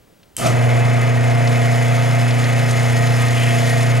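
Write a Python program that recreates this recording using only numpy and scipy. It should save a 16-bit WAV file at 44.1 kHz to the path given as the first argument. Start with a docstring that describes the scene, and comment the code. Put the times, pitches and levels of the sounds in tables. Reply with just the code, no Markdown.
"""A faint tick in a quiet workshop, then a rocker switch snaps and a small coolant pump and fan start.
Magnetic force makes the motor hum at twice the mains rate, and the turning shaft adds sidebands.
Noise swells briefly after the click; the fan rushes, the pump rasps in step with the hum, bubbles
crackle and a loose part rattles. The hiss opens up as the hand leaves the switch. Small ticks and
squeaks come from the running unit, and a soft rub is heard near the end."""
import sys
import numpy as np
from scipy import signal
from scipy.fft import rfft, irfft
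from scipy.io import wavfile

SR = 44100
rng = np.random.default_rng(int(sys.argv[2]) if len(sys.argv) > 2 else 0)


def output_pcm(signal):
    """Save a mono or channel-first signal as 16-bit PCM at the path in sys.argv[1].

    Samples are clipped to [-1, 1] before scaling.
    """
    pcm = np.clip(np.atleast_2d(signal).T, -1, 1) * 32767
    wavfile.write(sys.argv[1], SR, np.round(pcm).astype(np.int16))


N = 176400
T = np.arange(N) / SR
HZ = np.maximum(np.arange(N // 2 + 1) * SR / N, 1)

HUM_HZ, SHAFT_HZ, FAN_HZ = 120.02, 29.72, 142.6
SWITCH_S, START_S = .3665, .372
SPIN_UP_S, TONE_RISE_S, RUSH_RISE_S = .24, .076, .087  # time constants

# Workshop background spectrum: f/Hz, density/(dB per Hz)
ROOM_SPECTRUM = [(25, -81), (100, -79.5), (250, -80.5), (600, -85.5), (1200, -95), (3000, -99),
                 (6000, -103), (16000, -107)]
# Diffuse share of airborne noise: f/Hz, side level re mid/dB
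DIFFUSE_SHARE = [(25, -10), (100, -24), (600, -20), (1200, -16), (4000, -14), (12000, -18)]
# Ticks from the unit: t/s, level/dB, centre f/Hz
TICK_EVENTS = [(.231, -45, 3370), (0.462, -22, 8000), (0.699, -27, 2800), (1.298, -32, 6000),
               (1.474, -26, 4600), (2.308, -23, 3830), (2.441, -23, 4200), (2.71, -20.5, 7000),
               (3.07, -29, 4100), (3.283, -24.5, 4670), (3.655, -31, 5100), (3.829, -26, 9000)]
# Modes of the switch body: f/Hz, level/dB, t60/s
ROCKER_MODES = [(1900, -41, .012), (3120, -10.5, 0.031), (5965, -17, 0.014), (7600, -8, 0.0073),
                (8230, 2.5, 0.0074), (9000, -9, 0.013), (10400, -0.5, 0.0081), (14340, -15, .006)]
# Reverberation of the click: f/Hz, density/(dB per Hz)
ECHO_SPECTRUM = [(200, -63), (1000, -83), (2200, -61), (3100, -64), (4200, -67), (6500, -61), (8400, -58),
                 (10500, -62), (12500, -68), (16000, -82)]
# Motor and pump tones: order (nearest multiple of the full shaft rate), relative level/dB
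MOTOR_ORDERS = [(1, -37), (2, -35), (3, -28), (4, 0), (5, -18), (6, -33), (7, -29), (8, -14), (9, -24),
                (10, -36), (11, -28), (12, -28), (13, -31), (14, -32), (15, -23), (16, -20), (17, -30),
                (18, -27), (19, -27), (20, -25), (21, -32), (22, -19), (23, -16), (24, -33), (25, -30),
                (26, -26), (27, -33), (28, -29), (29, -33), (30, -31), (31, -32)]
# Envelope of the hum's fundamental: t/s, level/dB
HUM_ENVELOPE = [(.372, -52), (.39, -38), (.434, -28), (.465, -23), (.497, -15), (.55, -14.5), (1.5, -15),
                (2.6, -15), (2.76, -16.5), (2.9, -15), (3.45, -15.5), (3.66, -16.5), (3.95, -14.5)]
# Envelope of the beating pair, orders 22 and 23: t/s, gain/dB
DRONE_ENVELOPE = [(.4, 1), (.9, 0.5), (1.35, 2.5), (2.15, 0.5), (2.4, -1), (2.6, 0), (2.8, -2), (2.98, 1),
                  (3.25, -3.5), (3.55, 2), (3.8, 2), (4, -2)]
# Flow noise of fan and pump: f/Hz, density/(dB per Hz)
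FLOW_SPECTRUM = [(25, -68), (70, -70), (125, -53.5), (200, -66.5), (320, -65.5), (550, -59), (950, -63.5),
                 (1600, -62.5), (2150, -62), (2750, -68.5), (3700, -73.5), (5800, -77.5), (8400, -81.5),
                 (10600, -80), (11800, -83.5), (13200, -94), (16000, -104)]
# Resonances of housing and radiator: f/Hz, width/Hz, lift/dB
HOUSING_RESONANCES = [(145, 19, 7), (540, 8.6, 5), (692, 31, 9.5), (1251, 11, 13), (2067, 110, 7),
                      (2390, 36, 4), (2593, 22, 11), (2987, 75, 7), (3403, 28, 9.5), (6370, 220, 7),
                      (6770, 175, 9.5), (7560, 230, 3)]
# Envelope of the treble: t/s, gain/dB
TREBLE_ENVELOPE = [(.4, 2.5), (.6, -0.5), (1.1, -3), (1.38, -1.5), (1.6, 1.5), (2.2, -0.5), (2.7, 2),
                   (3.4, 2.5), (3.7, 3.5), (4, 0.5)]
# Ringing tones of the housing: f/Hz, width/Hz, level/dB
WHINE_BANDS = [(1850, 19, -43), (1882, 7.9, -40)]
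# Envelope of those tones: t/s, gain/dB
WHINE_ENVELOPE = [(.4, -3), (2.3, 1), (2.8, 2), (3.6, 6), (4, 4.5)]
# Modes of the pump head: f/Hz, level/dB, t60/s
PUMP_HEAD_MODES = [(4090, -49, 0.0029), (6060, -60, .008), (7600, -51.5, 0.0083), (9500, -53, 0.0048),
                   (10600, -55, 0.0046)]
# Modes of a loose pump part: f/Hz, relative level/dB, t60/s
LOOSE_PART_MODES = [(2110, -5.5, 0.019), (2130, 1.5, 0.0097), (2524, -15.5, 0.015)]
# Brief swell of noise after the click: f/Hz, density/(dB per Hz)
SWELL_SPECTRUM = [(60, -58), (150, -47), (350, -44), (480, -59), (690, -38), (900, -72), (1280, -46),
                  (1650, -74), (2400, -61), (4000, -66), (6000, -64.5), (10000, -71), (13000, -78),
                  (16000, -93)]
# Squeaks from the unit: t/s, 1/e half length/s, f/Hz, level/dB
SQUEAK_EVENTS = [(0.413, 0.029, 3040, -37.5), (0.432, .008, 1270, -27), (0.464, 0.0064, 2390, -23.5),
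                 (0.47, 0.0023, 5550, -30), (2.114, .003, 5140, -32), (3.1, 0.033, 4000, -43),
                 (3.44, 0.016, 3000, -29), (3.505, .012, 3200, -31)]
# Resonances of the rub: f/Hz, width/Hz, level/dB
RUB_BANDS = [(2580, 600, -32), (3000, 300, -38), (3150, 500, -37), (9000, 3500, -44)]
# Phase between the microphone ports: f/Hz, left minus right/rad
LEFT_PHASE = [(20, -1.3), (120, -0.88), (240, -1.35), (680, -1.545), (1200, -1.2), (2100, -0.68),
              (3700, -0.68), (6500, -0.31), (16000, -0.33)]
# Balance of the ports: f/Hz, left minus right/dB
LEFT_BALANCE = [(120, -0.5), (400, -0.7), (1200, -0.3), (3000, 1.5), (12000, 0)]


def from_db(db):
    """Amplitude ratio of a level in decibels."""
    return 10 ** (np.asarray(db) / 20)


def in_time(rows):
    """Linear interpolation over time."""
    return np.interp(T, *np.transpose(rows))


def over_hz(rows):
    """Linear interpolation over log frequency."""
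    hz, value = np.transpose(rows)
    return np.interp(np.log(HZ), np.log(hz), value)


def rise(start, seconds):
    """First-order step response, from 0 towards 1."""
    return 1 - np.exp(-np.maximum(T - start, 0) / seconds)


def decay(start, t60):
    """Exponential damping: a sudden onset, then 60 dB lost every t60."""
    return (T > start) * np.exp(-np.log(1000) * np.maximum(T - start, 0) / t60)


def band_noise(hz, width_hz):
    """Resonance selects a band of noise, rms 1; around 0 Hz it is a random drift."""
    x = irfft(rfft(rng.standard_normal(N)) / (1 + (2 * (HZ - hz) / width_hz) ** 2), N)
    return x / np.std(x)


def air_noise(density_db):
    """Partly coherent stereo noise: a common field plus a diffuse one."""
    mid, side = rfft(rng.standard_normal((2, N))) * from_db(density_db) * np.sqrt(SR / 2)
    side = side * from_db(over_hz(DIFFUSE_SHARE))
    return irfft(np.array([mid + side, mid - side]), N)


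def above(x, hz):
    """Zero-phase high-pass filter."""
    return irfft(rfft(x) / (1 + (hz / HZ) ** 6), N)


def ring(clicks, hz, t60):
    """Damped oscillator: each impulse starts a decaying sine."""
    r, w = np.exp(-np.log(1000) / (t60 * SR)), 2 * np.pi * hz / SR
    return signal.lfilter([0, np.sin(w)], [1, -2 * r * np.cos(w), r * r], clicks + 1e-18)


def sway(rate_hz):
    """Low-passed noise gives two slow, independent drifts of spread 1."""
    times = np.linspace(0, T[-1], num=800)
    white = rng.standard_normal((2, len(times)))
    hz = np.arange(len(times) // 2 + 1) / T[-1]
    drifts = irfft(rfft(white) / (1 + (hz / rate_hz) ** 2), len(times))
    return [np.interp(T, times, row / np.std(row)) for row in drifts]


def workshop():
    """Stationary background noise, strongest in the bass."""
    return air_noise(over_hz(ROOM_SPECTRUM))


def ticks():
    """Heavily damped transients, each a broad band of noise around its own pitch."""
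    bursts = sum(from_db(db) * decay(start, t60=.035) * band_noise(hz, .7 * hz)
                 for start, db, hz in TICK_EVENTS)
    return signal.sosfilt(signal.butter(4, 10100, fs=SR, output="sos"), bursts)


def switch():
    """Impact excitation: the rocker touches, snaps home and rings; the workshop reverberates."""
    clicks = np.zeros(N)
    clicks[int(SWITCH_S * SR)] = from_db(-34.5)
    clicks[int((SWITCH_S + .00048) * SR)] = from_db(-14.5)
    snap = sum(from_db(db) * ring(clicks, hz, t60) for hz, db, t60 in ROCKER_MODES)
    snap = signal.sosfilt(signal.butter(2, 1510, "high", fs=SR, output="sos"), snap)
    tail = rise(SWITCH_S, .01) ** 2 * decay(SWITCH_S, t60=.28)
    return snap + tail * air_noise(over_hz(ECHO_SPECTRUM))


def motor(hum_phase, shaft_phase):
    """Modulation: shaft rotation sets sidebands beside the harmonics of the magnetic hum."""
    tones, running = 0, from_db(-14.5) * rise(START_S, TONE_RISE_S)
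    for order, db in MOTOR_ORDERS:
        harmonic = (order + 1) // 4  # every fourth order is a harmonic of the hum
        sideband = order - 4 * harmonic
        level, waver = running, (.27 if sideband else .14)
        if order == 4:  # the fundamental is the steadiest
            level, waver = from_db(in_time(HUM_ENVELOPE)) * (T > START_S), .03
        if order in (22, 23):
            level, waver = running * from_db(in_time(DRONE_ENVELOPE)), .14
        phase = harmonic * hum_phase + sideband * shaft_phase
        if sideband or harmonic > 2:
            phase += rng.uniform(0, 2 * np.pi)
        swell, lead = sway(rate_hz=2.5)
        amplitude = np.sqrt(2) * level * from_db(db) * (1 + waver * swell)
        tones += amplitude * np.cos(phase + waver * lead)
    return tones


def buzz(hum_phase, shaft_phase):
    """The harmonic series of the hum continues faintly upward, with shaft sidebands."""
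    tones = 0
    for harmonic in range(8, 22):
        for sideband in (-1, 0, 1, 2):
            level = from_db(-55.5 + 3.5 * rng.standard_normal())
            phase = harmonic * hum_phase + sideband * shaft_phase
            tones += level * np.cos(phase + rng.uniform(0, 2 * np.pi))
    return np.sqrt(2) * rise(START_S, TONE_RISE_S) * tones


def fan():
    """Blade-passing tone: frequency grows with speed, amplitude with its square."""
    speed = rise(START_S, SPIN_UP_S)
    phase = 2 * np.pi * FAN_HZ * np.cumsum(speed) / SR
    return np.sqrt(2) * from_db(-46) * speed ** 2 * np.sin(phase)


def rush(hum_phase, shaft_phase):
    """Housing resonances colour the flow noise; the motor modulates its upper part into a rasp."""
    lift = sum((from_db(db) - 1) / (1 + (2 * (HZ - hz) / width) ** 2)
               for hz, width, db in HOUSING_RESONANCES)
    flow = air_noise(over_hz(FLOW_SPECTRUM) + 20 * np.log10(1 + lift)) + crackle()
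    upper, treble, top = (above(flow, hz) for hz in (1020, 3000, 11000))
    # The low rush is louder until the flow settles.
    churn = from_db(12 * (1 - rise(START_S, .4))) * (flow - upper)
    pulsation = 1 + .097 * np.cos(hum_phase) + .062 * np.cos(shaft_phase)
    chatter = np.cos(2 * hum_phase) + np.cos(2 * hum_phase - shaft_phase)
    chatter += .5 * np.cos(hum_phase - shaft_phase)
    rasp = (1 + .16 * chatter) * (upper - treble)
    flutter = from_db(1.5 * band_noise(0, 70))
    treble_db = in_time(TREBLE_ENVELOPE)
    # The top of the spectrum swings further than the rest of the treble.
    hiss = flutter * (from_db(treble_db) * (treble - top) + from_db(1.4 * treble_db) * top)
    return rise(START_S, RUSH_RISE_S) * (churn + pulsation * (rasp + hiss) + housing_whine())


def crackle(per_second=150):
    """Bubbles collapse at random in the coolant and excite the modes of the pump head."""
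    collapses = rng.random(N) < per_second / SR
    clicks = collapses * from_db(2 * np.minimum(rng.exponential(1, N), 3))
    modes = [(db, ring(clicks * rng.standard_normal(N), hz, t60)) for hz, db, t60 in PUMP_HEAD_MODES]
    return sum(from_db(db) * mode / np.std(mode) for db, mode in modes)


def housing_whine():
    """Sharp resonances of the housing narrow noise into wavering tones."""
    tones = sum(from_db(db) * band_noise(hz, width) for hz, width, db in WHINE_BANDS)
    return from_db(in_time(WHINE_ENVELOPE)) * tones


def rattle(hum_phase, jitter_s=.0002):
    """Forced vibration: a loose part is knocked once per hum cycle, a little unevenly."""
    cycle_starts = T[1:][np.diff(hum_phase // (2 * np.pi)) > 0]
    lateness, knock_db = np.clip(rng.standard_normal((len(cycle_starts), 2)), -2, 2).T
    knock_times = cycle_starts + jitter_s * lateness
    clicks = np.zeros(N)
    clicks[np.clip(knock_times * SR, 0, N - 1).astype(int)] = from_db(knock_db)
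    ringing = np.gradient(sum(from_db(db) * ring(clicks, hz, t60) for hz, db, t60 in LOOSE_PART_MODES))
    return from_db(-40) * rise(START_S, RUSH_RISE_S) * ringing / np.std(ringing)


def sizzle():
    """Random amplitude modulation gathers the coolant's sizzle into short clusters."""
    clusters_db = 3.5 * np.clip(band_noise(0, 38), -2, 2)
    level = from_db(-49 + in_time(TREBLE_ENVELOPE) + clusters_db)
    return rise(START_S, SPIN_UP_S) * level * band_noise(5170, 300)


def noise_swell(peak_s=.473, rise_s=.057, fall_s=.034):
    """A brief burst of broadband noise swells and fades exponentially just after the click."""
    swell = np.exp(-np.maximum((peak_s - T) / rise_s, (T - peak_s) / fall_s))
    return rise(START_S, .015) * swell * air_noise(over_hz(SWELL_SPECTRUM))


def squeaks():
    """Narrow-band noise is heard as pitch; each squeak swells and fades in a Gaussian envelope."""
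    return sum(from_db(db) * np.exp(-((T - peak_s) / half_s) ** 2) * band_noise(hz, width_hz=190)
               for peak_s, half_s, hz, db in SQUEAK_EVENTS)


def rub(peak_s=3.44, half_s=.12):
    """Friction: one soft, uneven scrape excites broad resonances of the unit."""
    stroke = np.exp(-((T - peak_s) / half_s) ** 2)
    roughness = from_db(1.5 * band_noise(0, 80))
    return stroke * roughness * sum(from_db(db) * band_noise(hz, width) for hz, width, db in RUB_BANDS)


def scene():
    """Superposition of the quiet workshop, the switch and the running unit."""
    hum_phase = 2 * np.pi * HUM_HZ * T
    shaft_phase = 2 * np.pi * np.cumsum(SHAFT_HZ * rise(START_S, SPIN_UP_S)) / SR
    tones = motor(hum_phase, shaft_phase) + buzz(hum_phase, shaft_phase) + fan()
    noises = rush(hum_phase, shaft_phase) + rattle(hum_phase) + sizzle() + noise_swell()
    return tones + noises + switch() + ticks() + squeaks() + rub() + workshop()


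def record(dry):
    """Phase difference at two close ports, the left lagging; a faint electronic whine; a low-pass."""
    pan = from_db(over_hz(LEFT_BALANCE) / 2)
    response = np.array([pan * np.exp(1j * over_hz(LEFT_PHASE)), 1 / pan])
    taps = np.roll(irfft(response, N), 512, axis=1)[:, :1025] * np.hanning(1025)
    ports = signal.fftconvolve(dry, taps, "same", axes=1)
    whine = from_db(-70) * np.sin(2 * np.pi * 15735 * T)
    return signal.sosfilt(signal.ellip(10, .1, 80, 15900, fs=SR, output="sos"), ports + whine)


dry = scene()
out = record(dry)
output_pcm(out)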